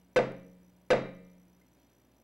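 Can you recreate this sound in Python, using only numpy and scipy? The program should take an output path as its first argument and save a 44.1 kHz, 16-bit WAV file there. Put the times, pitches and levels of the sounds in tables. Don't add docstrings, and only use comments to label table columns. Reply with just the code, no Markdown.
import sys
import numpy as np
from scipy import signal
from scipy.fft import rfft, irfft
from scipy.io import wavfile
from scipy.ndimage import uniform_filter1d

SR = 44100
rng = np.random.default_rng(int(sys.argv[2]) if len(sys.argv) > 2 else 0)


def waveform_to_disk(signal):
    frames = np.transpose(np.atleast_2d(signal))
    scaled = np.clip(frames, -1, 1) * 32767
    samples = np.round(scaled).astype(np.int16)
    wavfile.write(sys.argv[1], SR, samples)


def nominal_scale(level):
    x = np.asarray(level, float) / 20
    return 10 ** x


N = 98739
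T = np.arange(N) / SR

# start_s, level_db, bright_db, metal_db
STRIKES = [
    (-.58, -6, -7, -11),
    (.1610, -7.5, -1.5, 2.5),
    (0.9038, -6.5, -1, 9),
]
# pitch_hz, level_db, t60_s
BLOCK_MODES = [(461.6, -8, 0.031), (510.7, 1.5, 0.075), (577, -4.5, 0.059), (669, -7, 0.052),
               (900, -8, 0.05), (1172, -5, 0.023), (2052, -1.5, 0.024), (2326, 1.5, 0.012),
               (3870, -12.5, 0.027), (5570, -16, 0.0064)]
# pitch_hz, level_db, t60_s
DESK_MODES = [(76.3, -41, 1.4), (132.3, -15, 0.53), (180.3, -28, 1.786), (207, -21.5, 0.63),
              (232.3, -13.5, 0.34), (277.8, -25, 0.81), (316, -41.5, 0.38), (348.7, -36, 0.13),
              (469, -27, 0.88), (499, -33, 0.42), (539, -21.5, 0.75), (631.5, -28.5, 0.68),
              (668, -17.5, .25)]
# pitch_hz, level_db, t60_s
METAL_MODES = [(1112, -43, 0.45), (1230, -47, 0.73), (1810, -50.5, 0.97), (1987, -48.5, 0.62),
               (1980, -42, 0.74), (2110, -45.5, 0.9), (2340, -42.5, .8), (2266, -55, 0.76),
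               (3830, -43.5, 0.5), (3873, -43.5, 0.55), (4670, -56, .3)]
# delay_s, level_db
ECHOES = [(.0045, 16.5), (.0165, -1), (.027, 2), (.037, -8.5), (.045, -10), (.058, -17), (.075, -16),
          (.095, -21.5)]
# centre_hz, density_db (per Hz), t60_s
HALL = [(120, -43, 0.31), (250, -10.5, 0.51), (540, -7.5, 0.55), (830, -14, 0.4), (2400, -17, 0.46),
        (2694, -26.5, 0.51), (7000, -30.5, .28), (15000, -47, 0.17)]
# centre_hz, density_db (per Hz)
AIR = [(41, -31), (70, -5.5), (216, -4), (272, 2.5), (410, -17.5), (527, -5.5), (1100, -18.5),
       (2360, -18.5), (5000, -24), (6500, -68.5), (11000, -120)]
# pitch_hz, level_db
HUM = [(60, -75), (120, -77.5), (180, -83), (963, -87.5), (15734, -92.5)]
BUZZ_GAPS = [(1, 1), (3, 4), (9, 12), (24, 1), (32, 5), (42, 3), (46, 2), (49, 2), (52, 1), (54, 14),
             (70, 4), (76, 1), (80, 2), (86, 2), (90, 1), (94, 1), (97, 2), (101, 1), (105, 2), (112, 1),
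             (121, 1), (123, 3), (127, 2)]
# offset_s (from mid whistle), level_db
SPARKS = [(-.0040, -3), (.0017, -3), (.0039, 0), (.0052, -7)]
# start_s, length_s, from_hz, to_hz, level_db
SQUEAKS = [
    (.11, 0.079, 9800, 10900, -84),
    (.33, 0.046, 10320, 10200, -87),
    (.41, 0.11, 9900, 10200, -81),
]
# start_s, level_db, pitch_hz, t60_s
TICKS = [
    (.765, -80, 3850, .12),
    (1.60, -79, 1480, .3),
    (1.614, -71, 2080, .09),
    (1.616, -76, 3000, .02),
]
# pitch_hz, level_db, t60_s
SETTLE_MODES = [(5, -45.5, .9), (20, -47.5, 0.24)]

BLOW_DB, CONTACT_S = -7.5, 0.00055
CRACK_DB, CRACK_T60_S = -2.5, 0.02
DIRECT_BODY_DB, DESK_RISE_CYCLES = -6.5, 2.5
ECHO_TREBLE_DB, ECHO_DULL_HZ, ECHO_DULL_S = -3.5, 9700, 0.028
HALL_DB, HALL_RISE_S = -29.5, 0.0016
OWN_SHARE = 0.28
AIR_DB = -68
FIELD_HZ = 59.94
BUZZ_AT_S, BUZZ_LENGTH_S = 0.0154, 0.0044
BUZZ_HZ, BUZZ_SWING_HZ = 5890, 120
BUZZ_DB, BUZZ_OCTAVE_DB, SPARK_DB = -71.5, -3, -62.5
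HISS_DB, HISS_IN_FIELD_DB, HISS_SIDE_DB = -86, 6, -98.5
POP_S, POP_DB = 0.3205, -54
RUSTLE_S, RUSTLE_LENGTH_S, RUSTLE_DB = 1.83, 0.1, -77
CEILING_DB, KNEE = -19, 5
LOW_CUT_HZ, HIGH_CUT_HZ, TOP_CUT_HZ = 20, 3240, 17000
LEFT_LAG_S, SIDE_TOP_HZ = 0.000021, 11030


def level(x, db):
    return x * nominal_scale(db) / np.sqrt(np.mean(x ** 2))


def band(x, hz, width_hz):
    return signal.lfilter(*signal.iirpeak(min(hz, 0.45 * SR), hz / width_hz, fs=SR), x)


def noise_band(hz, width_hz):
    return band(rng.standard_normal(N), hz, width_hz)


def read(table, hz, column=1):
    table = np.array(table)
    return np.interp(np.log(hz), np.log(table[:, 0]), table[:, column])


def fade(t, t60_s, rise_s=1e-5):
    t = np.maximum(t, 0)
    return (1 - np.exp(-t / rise_s)) * np.exp(-np.log(1000) * t / t60_s)


def ring(t, modes, scatter_db, bright_db, rise_s, rise_cycles=0.):
    out = 0
    for hz, db, t60_s in modes:
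        gain = nominal_scale(db + scatter_db * rng.standard_normal() + bright_db * (hz > 1000))
        out = out + gain * fade(t, t60_s, rise_s + rise_cycles / hz) * np.sin(2 * np.pi * hz * t)
    return out


def walk(rate_hz):
    k = int(SR / rate_hz)
    steps = np.repeat(rng.standard_normal(N // k + 1), k)
    return 0.44 * uniform_filter1d(uniform_filter1d(steps, k), k)[:N]


def gavel():
    hall_noise, out = rng.standard_normal(N), 0
    for at_s, db, bright_db, metal_db in STRIKES:
        t = T - at_s
        noise = np.sqrt(1 - OWN_SHARE ** 2) * np.roll(hall_noise, int(at_s * SR))
        noise = noise + OWN_SHARE * rng.standard_normal(N)
        body = ring(t, BLOCK_MODES[:4], 1.0, bright_db, CONTACT_S)
        knock = ring(t, BLOCK_MODES[4:], 1.5, bright_db, CONTACT_S)
        knock += nominal_scale(CRACK_DB + bright_db) * fade(t, CRACK_T60_S, CONTACT_S) * band(noise, 2500, 4000)
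        sound = ring(t, DESK_MODES, 0.4, bright_db, CONTACT_S, DESK_RISE_CYCLES)
        sound = sound - knock - nominal_scale(DIRECT_BODY_DB) * body
        sound += nominal_scale(metal_db) * nominal_scale(3.0 * walk(40)) * ring(t, METAL_MODES, 2.07, 0, 0.013)
        returned = nominal_scale(ECHO_TREBLE_DB) * knock + body
        for delay_s, echo_db in ECHOES:
            k = int(delay_s * SR)
            dull = signal.butter(2, ECHO_DULL_HZ / (1 + delay_s / ECHO_DULL_S), fs=SR)
            sound[k:] += nominal_scale(echo_db) * signal.lfilter(*dull, returned[:-k])
        out = out + nominal_scale(BLOW_DB + db) * (sound + hall(t, noise, bright_db))
    return out


def hall(t, noise, bright_db):
    spectrum, out = rfft(noise), 0
    octave = np.log2(np.arange(1, N // 2 + 2) * SR / N)
    for hz in 80 * 2 ** np.arange(0, 7.75, .25):
        share = np.cos(np.pi / 2 * np.clip(4 * (octave - np.log2(hz)), -1, 1)) ** 2
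        gain = nominal_scale(HALL_DB + read(HALL, hz) + bright_db * (hz > 1000) + 40.5)
        out = out + gain * fade(t, read(HALL, hz, column=2), HALL_RISE_S) * irfft(spectrum * share, N)
    return out


def air():
    out, swell = 0, walk(0.92)
    for hz in 35 * 2 ** np.arange(0, 8, .5):
        db = read(AIR, hz) + 1.0 * swell + 0.63 * walk(17)
        out = out + nominal_scale(db) * band(noise_band(hz, hz / 2), hz, hz / 2)
    return level(out, AIR_DB)


def mains_hum():
    return sum(np.sqrt(2) * nominal_scale(db + walk(3.7)) * np.sin(2 * np.pi * (hz * T + rng.random()))
               for hz, db in HUM)


def picture_cable():
    place = (T - BUZZ_AT_S) * FIELD_HZ
    field = np.round(place)
    offset_s = (place - field) / FIELD_HZ
    inside = abs(offset_s) < BUZZ_LENGTH_S / 2
    silent = np.concatenate([np.arange(first, first + count) for first, count in BUZZ_GAPS])
    on = ~np.isin(field, silent)
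    gate = uniform_filter1d(on * inside * 1., size=40) * nominal_scale(1.2 * walk(54))
    bend = np.cos(np.pi * (offset_s / BUZZ_LENGTH_S - .1) * 2)
    phase = 2 * np.pi * np.cumsum(BUZZ_HZ + BUZZ_SWING_HZ * bend) / SR
    buzz = nominal_scale(BUZZ_DB) * gate * (np.sin(phase) + nominal_scale(BUZZ_OCTAVE_DB) * np.cos(2 * phase))
    spark_shape = sum(nominal_scale(db) * fade(offset_s - at_s, 0.002) for at_s, db in SPARKS)
    sparks = nominal_scale(SPARK_DB + 1.5 * walk(88)) * spark_shape * noise_band(7100, 7800)
    hiss = level(noise_band(13500, 11000), HISS_DB) * nominal_scale(HISS_IN_FIELD_DB * inside)
    pop = np.zeros(N)
    pop[int(POP_S * SR)] = nominal_scale(POP_DB)
    return buzz + sparks + hiss + 4 * band(pop, 9000, 10000)


def squeaks():
    out = 0
    for at_s, length_s, from_hz, to_hz, db in SQUEAKS:
        t = T - at_s
        shape = np.sin(np.pi * np.clip(t / length_s, 0, 1)) ** .5
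        mean_hz = from_hz + (to_hz - from_hz) * t / length_s / 2
        out = out + nominal_scale(db) * shape * np.sin(2 * np.pi * mean_hz * t)
    return out


def ticks():
    return sum(nominal_scale(db) * fade(T - at_s, t60_s) * level(noise_band(hz, 7 / t60_s), 0)
               for at_s, db, hz, t60_s in TICKS)


def rustle():
    shape = np.exp(-((T - RUSTLE_S) / RUSTLE_LENGTH_S) ** 2) * nominal_scale(3.6 * walk(60))
    return shape * level(noise_band(3200, 2500), RUSTLE_DB)


def scene():
    return np.tile(gavel() + air() + squeaks() + ticks() + rustle(), (2, 1))


def roll_off(x):
    return signal.sosfilt(signal.butter(12, 16250, fs=SR, output="sos"), x)


def record(dry):
    x = dry[0] / nominal_scale(CEILING_DB)
    x = nominal_scale(CEILING_DB) * x / (1 + abs(x) ** KNEE) ** (1 / KNEE)
    x = signal.lfilter(*signal.butter(1, [LOW_CUT_HZ, HIGH_CUT_HZ], "band", fs=SR), x)
    x = signal.lfilter(*signal.butter(1, TOP_CUT_HZ, fs=SR), x)
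    x = x + mains_hum() + picture_cable()
    x = x + sum(ring(T - at_s, SETTLE_MODES, 1.0, 0, 0.003) for at_s, *_ in STRIKES)
    lag = np.gradient(x) * SR * LEFT_LAG_S / 2
    side = level(noise_band(6000, 8000), HISS_SIDE_DB) - lag
    side = signal.filtfilt(*signal.butter(2, SIDE_TOP_HZ, fs=SR), side)
    return roll_off(np.array([x + side, x - side]))


dry = scene()
out = record(dry)
waveform_to_disk(out)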